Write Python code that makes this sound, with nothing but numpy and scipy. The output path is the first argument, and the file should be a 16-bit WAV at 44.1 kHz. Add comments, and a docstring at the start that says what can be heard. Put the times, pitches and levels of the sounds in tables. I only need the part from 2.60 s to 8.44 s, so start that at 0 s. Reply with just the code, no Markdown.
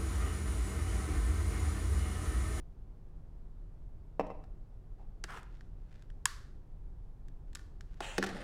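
"""Stick and lighter on a classroom bench

A wooden stick lands on a bench with dull slaps and bounces. A plastic lighter is dragged off
the bench, clicks in the fingers, snaps once as its spring hammer fires, and is released.
Set down again, it knocks, slides and clatters, ringing its hollow case and the bench top.
Ventilation rumbles underneath and the quiet room answers softly."""
import sys
import numpy as np
from scipy import signal
from scipy.fft import rfft, irfft, next_fast_len
from scipy.io import wavfile
from scipy.ndimage import uniform_filter1d, map_coordinates

SR = 44100
rng = np.random.default_rng(int(sys.argv[2]) if len(sys.argv) > 2 else 0)


def inscribe(sig):
    """Save sig as 16-bit PCM at rate SR to the path in sys.argv[1].

    A 1-D sig is mono; a 2-D sig holds one channel per row.
    Samples are clipped to [-1, 1] before scaling.
    """
    pcm = np.round(np.clip(np.atleast_2d(sig).T, -1, 1) * 32767)
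    wavfile.write(sys.argv[1], SR, pcm.astype(np.int16))


N = 257411


def amp(db):
    """Decibels to gain."""
    return 10 ** (np.asarray(db) / 20)


def unit(x):
    """Scale to rms 1."""
    return x / np.sqrt(np.mean(x ** 2) + 1e-20)


def along(curve, hz):
    """Read a curve of (freq_hz, value) points on a log frequency axis."""
    freqs, values = np.transpose(curve)
    return np.interp(np.log(hz + 1), np.log(freqs + 1), values)


def fade(t, t60):
    """Exponential decay by 60 dB in t60 seconds."""
    return amp(-60 * t / t60)


def add(track, start_s, sound):
    """Mix a sound into the track."""
    part = track[round(start_s * SR):][:len(sound)]
    part += sound[:len(part)]


def hit_eq(x, spectrum):
    """Minimum-phase EQ, so that nothing sounds before a hit."""
    size = 2 * next_fast_len(len(x))
    gain = amp(along(spectrum, np.fft.rfftfreq(size, 1 / SR)))
    cepstrum = irfft(np.log(gain), size)
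    cepstrum[1:size // 2] *= 2
    cepstrum[size // 2 + 1:] = 0
    return irfft(rfft(x, size) * np.exp(rfft(cepstrum)), size)[:len(x)]


def noise_eq(x, spectrum):
    """Give a long noise its spectrum, rms 1."""
    size = next_fast_len(N)
    gain = amp(along(spectrum, np.fft.rfftfreq(size, 1 / SR)))
    return unit(irfft(rfft(x, size) * gain, size)[:N])


def push(spectrum, size=2048):
    """A single smooth pulse of peak 1."""
    pulse = hit_eq(signal.unit_impulse(size), spectrum)
    return pulse / np.abs(pulse).max()


def ring(modes, rise_s):
    """A struck body's damped modes, peak 1; each contact excites them a little differently."""
    hz, db, t60 = np.transpose(modes)[:, :, None]
    t = np.arange(int(t60.max() * SR) + 64) / SR
    gain = amp(db + 1.2 * rng.standard_normal(db.shape))
    polarity = (-1) ** np.arange(len(hz))[:, None]
    partials = polarity * gain * fade(t, t60) * np.sin(2 * np.pi * hz * t)
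    sound = partials.sum(axis=0) * (1 - np.exp(-t / rise_s))
    return sound / np.abs(sound).max()


def crack(spectrum, t60, size=2048):
    """The brief noise burst of two hard surfaces meeting, peak near 1."""
    noise = unit(hit_eq(rng.standard_normal(size), spectrum))
    return noise * fade(np.arange(size) / SR, t60) / 2


# Tone of the moving air: freq_hz, gain_db
AIR_EQ = [(8.8, -29), (15, -1.5), (38, -2), (65, -15), (103, -15), (126, -20.5), (155, -19), (179, -26.5),
          (294, -32), (330, -33.5), (371, -31.5), (527, -39.5), (793, -42), (2400, -60.5), (16000, -74.5)]

def ventilation(level_db=-46):
    """A steady deep rumble that thins out into faint hiss."""
    return amp(level_db) * noise_eq(rng.standard_normal(N), AIR_EQ)


# Woody ring of the stick, deep ring of the bench board: pitch_hz, level_db, t60_s
STICK_MODES = [(303, -8, .08), (440, 3, 0.048), (620, -1, 0.03), (800, 4, 0.047), (1020, -10, .035),
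               (1300, -25, .03), (2010, -14, 0.036), (2660, -16.5, .07), (5290, -26, 0.07)]
BOARD_MODES = [(193, -7.5, 0.15), (270, -5, 0.058), (302, -1, 0.039), (388, 0, 0.031), (487, -2, 0.037),
               (579, -4.5, 0.031)]
# Dull body and bright edge of a slap: freq_hz, gain_db
THUD_EQ = [(60, -22), (180, -6.5), (450, 2), (780, 2.5), (1100, -6), (1600, -26.5), (2500, -23.5),
           (3600, -47), (8000, -54), (16000, -59)]
CLATTER_EQ = [(300, -13), (1000, -2), (2400, 0.5), (3600, -10.5), (8000, -23), (16000, -46)]
# Tip, middle and far end come down in turn: delay_s, offset_db
SLAPS = [(0, 0), (.0064, -10.5), (.0133, -8)]
# The stick lands and bounces: start_s, strength_db
LANDINGS = [(1.596, -16), (1.7026, -29), (1.752, -45.5)]

def stick(ring_db=-9, hand_damping_db=12):
    """Dull slaps ring the board and the stick, which the hand damps; hard ones also clatter."""
    track = np.zeros(N)
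    hardest_db = max(row[1] for row in LANDINGS)
    for start_s, strength_db in LANDINGS:
        for slap, (delay_s, offset_db) in enumerate(SLAPS):
            at_s = start_s + delay_s
            thud_db = strength_db + offset_db
            wood_db = strength_db + ring_db - slap * hand_damping_db
            clatter_db = -36 + 1.3 * (thud_db - hardest_db)
            add(track, at_s, amp(thud_db) * push(THUD_EQ))
            add(track, at_s, amp(wood_db) * ring(STICK_MODES, rise_s=.0015))
            add(track, at_s, amp(thud_db - 15.5) * ring(BOARD_MODES[:2], rise_s=.0015))
            add(track, at_s, amp(clatter_db) * crack(CLATTER_EQ, t60=.038))
    return track


# The bench's brighter panel, the lighter's hollow case: pitch_hz, level_db, t60_s
PANEL_MODES = [(650, -3.5, 0.03), (840, 0, 0.029), (1120, -15, 0.034), (1400, -5, 0.026)]
CASE_MODES = [(1120, -11, .008), (1560, -1, .011), (1840, 0, .009), (2450, -11, .006), (3100, -10, .006)]
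# Hard attack of a knock on the bench: freq_hz, gain_db
CLACK_EQ = [(200, 5), (700, -3), (2200, 2.5), (4000, 0), (7500, -6), (11000, -15.5), (16000, -27)]
# Two stick taps, then the lighter's knocks: start_s, strength_db, panel_offset_db, case_offset_db
KNOCKS = [(1.667, -55, -10, -10), (1.839, -58.5, 4, -3), (2.6411, -38, -7, 3), (2.7045, -48, 2, 3),
          (2.7735, -49, 0, 7), (5.405, -32, 4, -16), (5.581, -21, -8, -3), (5.6266, -26.5, -10, 6),
          (5.6375, -29.5, -2, 0), (5.6428, -30, 0, -6), (5.663, -32, -12, -11), (5.6684, -35.5, -17, -12),
          (5.6902, -36, -18, -16)]

def knocks(chatter_gap_s=.0027, chatter_loss_db=7, thump_s=5.5923, thump_db=-28):
    """The stick's last light taps, then the plastic lighter's knocks, chatter on the bench top."""
    track = np.zeros(N)
    hardest_db = max(row[1] for row in KNOCKS)
    for start_s, strength_db, panel_db, case_db in KNOCKS:
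        for bounce in range(3):
            at_s = start_s + bounce * chatter_gap_s * rng.uniform(.85, 1.15)
            contact_db = strength_db - bounce * chatter_loss_db
            # the deep board rings mostly under hard knocks
            board_db = contact_db - 2.5 + .25 * (contact_db - hardest_db)
            add(track, at_s, amp(board_db) * ring(BOARD_MODES, rise_s=.0005))
            add(track, at_s, amp(contact_db + panel_db) * ring(PANEL_MODES, rise_s=.0003))
            add(track, at_s, amp(contact_db + case_db) * ring(CASE_MODES, rise_s=.00043))
            add(track, at_s, amp(contact_db) * crack(CLACK_EQ, t60=.022))
    # the hand thumps down just after the lighter
    add(track, thump_s, amp(thump_db) * ring(BOARD_MODES, rise_s=.0005))
    return track


def stroke(move, attack_s=.028, release_s=.018, wobble_db=1.5, wobbles_per_s=45):
    """Envelope of one hand movement: it gets going, eases off with unsteady pressure and stops."""
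    start_s, length_s, level_db, easing_db_per_s = move
    t = np.arange(N) / SR - start_s
    held_s = np.clip(t, 0, length_s)
    wobble = map_coordinates(rng.standard_normal(64), [held_s * wobbles_per_s], mode="mirror")
    gate = np.clip(t / attack_s, 0, 1) * np.exp(-np.maximum(t - length_s, 0) / release_s)
    return gate * amp(level_db - easing_db_per_s * held_s + wobble_db * wobble)


def friction(spectrum, slips_per_s, spread_db):
    """Tiny slips of uneven size through the resonances of the rubbed things, rms 1."""
    slips = rng.random(N) < slips_per_s / SR
    sizes = rng.uniform(-1.1, 1, N) * amp(spread_db * rng.standard_normal(N))
    return noise_eq(slips * sizes, spectrum)


def wandering(x, depth_db=3, size=1024):
    """As the contact point moves, narrow resonances swell and fade for some tens of ms each."""
    bands = signal.stft(x, nperseg=size)[2]
    swell = uniform_filter1d(rng.standard_normal(bands.shape), size=4, axis=0)  # across pitch
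    swell = uniform_filter1d(swell, size=5, axis=1)  # across time
    bands = bands * amp(depth_db * unit(swell))
    return unit(signal.istft(bands * amp(depth_db * 0), nperseg=size)[1][:N])


# A brush of hand or stick, then the lighter's drag off the bench, slide back on and last shove:
# start_s, length_s, level_db, easing_db_per_s
BRUSH = (2.37, .065, -66, 0)
PICKUP = (2.676, .104, -47.5, 10)
SLIDE = (5.408, .17, -44, 45)
SHOVE = (5.655, .2, -45, 8)
# Tone of each scrape: freq_hz, gain_db
BRUSH_EQ = [(300, -20), (600, -6), (800, 0), (1100, -14), (3000, -28), (12000, -48)]
PICKUP_EQ = [(130, -2), (220, -5), (330, -14), (500, -8), (700, -7), (1080, -2), (1350, 0), (1650, -5),
             (2200, -9.5), (2700, -18), (3200, -14), (4200, -25), (8500, -25), (16000, -42)]
SLIDE_EQ = [(250, -25), (450, -3), (660, 7), (880, 3.5), (1150, 1), (1500, 2.5), (2300, 1), (2850, 5.5),
            (3800, -6), (5000, -15), (7500, -6.5), (9000, -12), (12000, -30), (15000, -30)]
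SHOVE_EQ = [(80, -27), (130, -4), (175, 4.5), (240, -3), (400, -5), (520, -6), (680, -6.5), (850, -9),
            (1000, -18.5), (1700, -9.5), (2600, -22), (4400, -25), (6500, -33), (9200, -32), (16000, -62)]

def scrapes():
    """A hand or the stick lightly brushes the bench, then the plastic lighter drags over it."""
    brush = stroke(BRUSH) * friction(BRUSH_EQ, slips_per_s=4000, spread_db=1.5)
    pickup = stroke(PICKUP) * wandering(friction(PICKUP_EQ, slips_per_s=3500, spread_db=1.5))
    slide = stroke(SLIDE) * wandering(friction(SLIDE_EQ, slips_per_s=9000, spread_db=0))
    shove = stroke(SHOVE) * wandering(friction(SHOVE_EQ, slips_per_s=6000, spread_db=2.5))
    return brush + pickup + slide + shove


# Bright ping of the lighter's steel spring: pitch_hz, level_db, t60_s
SPRING_MODES = [(4120, -9, 0.0026), (5450, -3, 0.0056), (6740, -1, 0.0089), (7210, -1, 0.0037),
                (7840, -2, 0.01), (8800, -8, .009), (9830, -8, .009), (10400, -8, 0.0076),
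                (11100, -14, 0.0043), (13000, -15, 0.0075)]
# Tick of a light touch, and the pulse the lighter sends all round the room: freq_hz, gain_db
TICK_EQ = [(300, -21), (900, -3.5), (2000, 2), (3600, 2.5), (6500, -1.5), (9500, -13.5), (16000, -21)]
SEND_EQ = [(300, -31.5), (780, -15), (1080, 5.5), (1750, 5), (2400, -6), (4700, -2), (7500, -2),
           (10500, -7.5), (13000, -13), (16000, -22.5)]
# Trigger and case in the hand: start_s, strength_db, steel_db (up: more spring, less plastic)
CLICKS = [(2.6397, -30.5, 4), (2.8306, -51.5, 6), (3.0088, -53.5, -20), (3.328, -63, -10), (3.394, -63, 0),
          (3.4231, -54.5, 2), (3.5016, -54, -10), (4.6836, -54, 1), (4.9311, -52.5, 1), (4.9508, -38, 12),
          (4.9542, -33.5, 4), (4.971, -50, -2), (4.9935, -50.5, -9), (5.2085, -43.5, -7), (5.3426, -60, -3)]

def lighter_clicks():
    """The case pops, the spring pings and the plastic ticks; the room gets one pulse per click."""
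    direct, send = np.zeros(N), np.zeros(N)
    pulse = push(SEND_EQ)
    for start_s, strength_db, steel_db in CLICKS:
        case_gain = amp(strength_db - 3 - .45 * steel_db)
        spring_gain = amp(strength_db - 7 + steel_db)
        add(direct, start_s, case_gain * ring(CASE_MODES, rise_s=.0002))
        add(direct, start_s, spring_gain * ring(SPRING_MODES, rise_s=.0002))
        add(direct, start_s, amp(strength_db) * crack(TICK_EQ, t60=.017))
        add(send, start_s, np.hypot(case_gain, spring_gain) * pulse)
    return direct + room(amp(9) * send, early_db=-12.5, late_db=-10.5)


# Rustle of skin on plastic: freq_hz, gain_db
SKIN_EQ = [(400, -17), (1500, 7), (3500, -1.5), (7000, -9.5), (15000, -29.5)]
# Shifts of grip: start_s, length_s, level_db, easing_db_per_s
GRIPS = [(2.88, .07, -73, 0), (3.15, .11, -81, 0), (3.275, .13, -71.5, 50), (4.85, .15, -83, 0),
         (5.26, .13, -74.5, 0)]

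def fingers():
    """Fingertips slip over the case with a faint, grainy rustle."""
    pressure = sum(stroke(grip, attack_s=.05, release_s=.04) for grip in GRIPS)
    return pressure * friction(SKIN_EQ, slips_per_s=1200, spread_db=4.5)


# Pop of the lighter's barrel: pitch_hz, level_db, t60_s
BARREL_MODES = [(1090, 0, .011), (1250, -8, 0.011), (1700, -1.8, .01), (3280, -9, 0.0092)]
# Sharp edge of the snap: freq_hz, gain_db
CRACK_EQ = [(300, -21.5), (900, -8), (2000, 5), (6500, 3), (9500, -14.5), (12000, -12.5), (16000, -15.5)]
# The hammer fires, then the trigger bottoms out: start_s, barrel_db, spring_db, crack_db
SNAP_HITS = [(3.6555, -21, -11.5, -20), (3.6567, -16.7, -25, -27.5)]

def igniter_snap():
    """The hammer pings and the barrel pops; summed over all directions, the room gets one pulse."""
    direct, send = np.zeros(N), np.zeros(N)
    for start_s, barrel_db, spring_db, crack_db in SNAP_HITS:
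        add(direct, start_s, amp(barrel_db) * ring(BARREL_MODES, rise_s=.00013))
        add(direct, start_s, amp(spring_db) * ring(SPRING_MODES, rise_s=.00024))
        add(direct, start_s, amp(crack_db) * crack(CRACK_EQ, t60=.02))
    # so small a body radiates no bass
    low_cut = signal.butter(N=10, Wn=900, btype="high", fs=SR, output="sos")
    add(send, SNAP_HITS[0][0], amp(-3.5) * push(SEND_EQ))
    return signal.sosfilt(low_cut, direct) + room(send, early_db=-13.5, late_db=-13)


# Decay of the classroom reverb: freq_hz, t60_s
ROOM_DECAY = [(150, .55), (1200, .53), (4000, .5), (8000, .45), (14000, .36)]
# Tone of its tail: freq_hz, gain_db
ROOM_EQ = [(100, 2), (500, -1.5), (4500, -1), (8000, -7), (14000, -5)]

def room(send, early_db, late_db, wall_delay_s=.034):
    """Near surfaces answer weakly at once; the walls return a fuller tail a little later."""
    hz, t, bands = signal.stft(rng.standard_normal(SR), SR, nperseg=256)
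    decay = fade(t, along(ROOM_DECAY, hz)[:, None])
    tail = signal.istft(bands * decay, SR, nperseg=256)[1]
    tail = hit_eq(tail / np.linalg.norm(tail), ROOM_EQ)
    age_s = np.arange(len(tail)) / SR
    gain = np.where(age_s < wall_delay_s, amp(early_db), amp(late_db))
    return signal.fftconvolve(send, tail * gain)[:N]


def scene():
    """Mono mix: the bench is farther off than the snap and clicks, so it carries more room."""
    bench = stick() + knocks() + scrapes() + fingers()
    close = igniter_snap() + lighter_clicks()
    reverb = room(bench, early_db=-10.5, late_db=-7)
    return (close + bench + reverb + ventilation())[None]


def record(dry, top_hz=16100, slope_width_hz=400):
    """A steep high cut takes the very top off the mix."""
    size = next_fast_len(N + SR // 2)
    hz = np.fft.rfftfreq(size, 1 / SR)
    high_cut = np.clip((top_hz - hz) / slope_width_hz + .5, 0, 1)
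    return irfft(rfft(dry, size) * high_cut, size)[..., :N]


dry = scene()
out = record(dry)
inscribe(out)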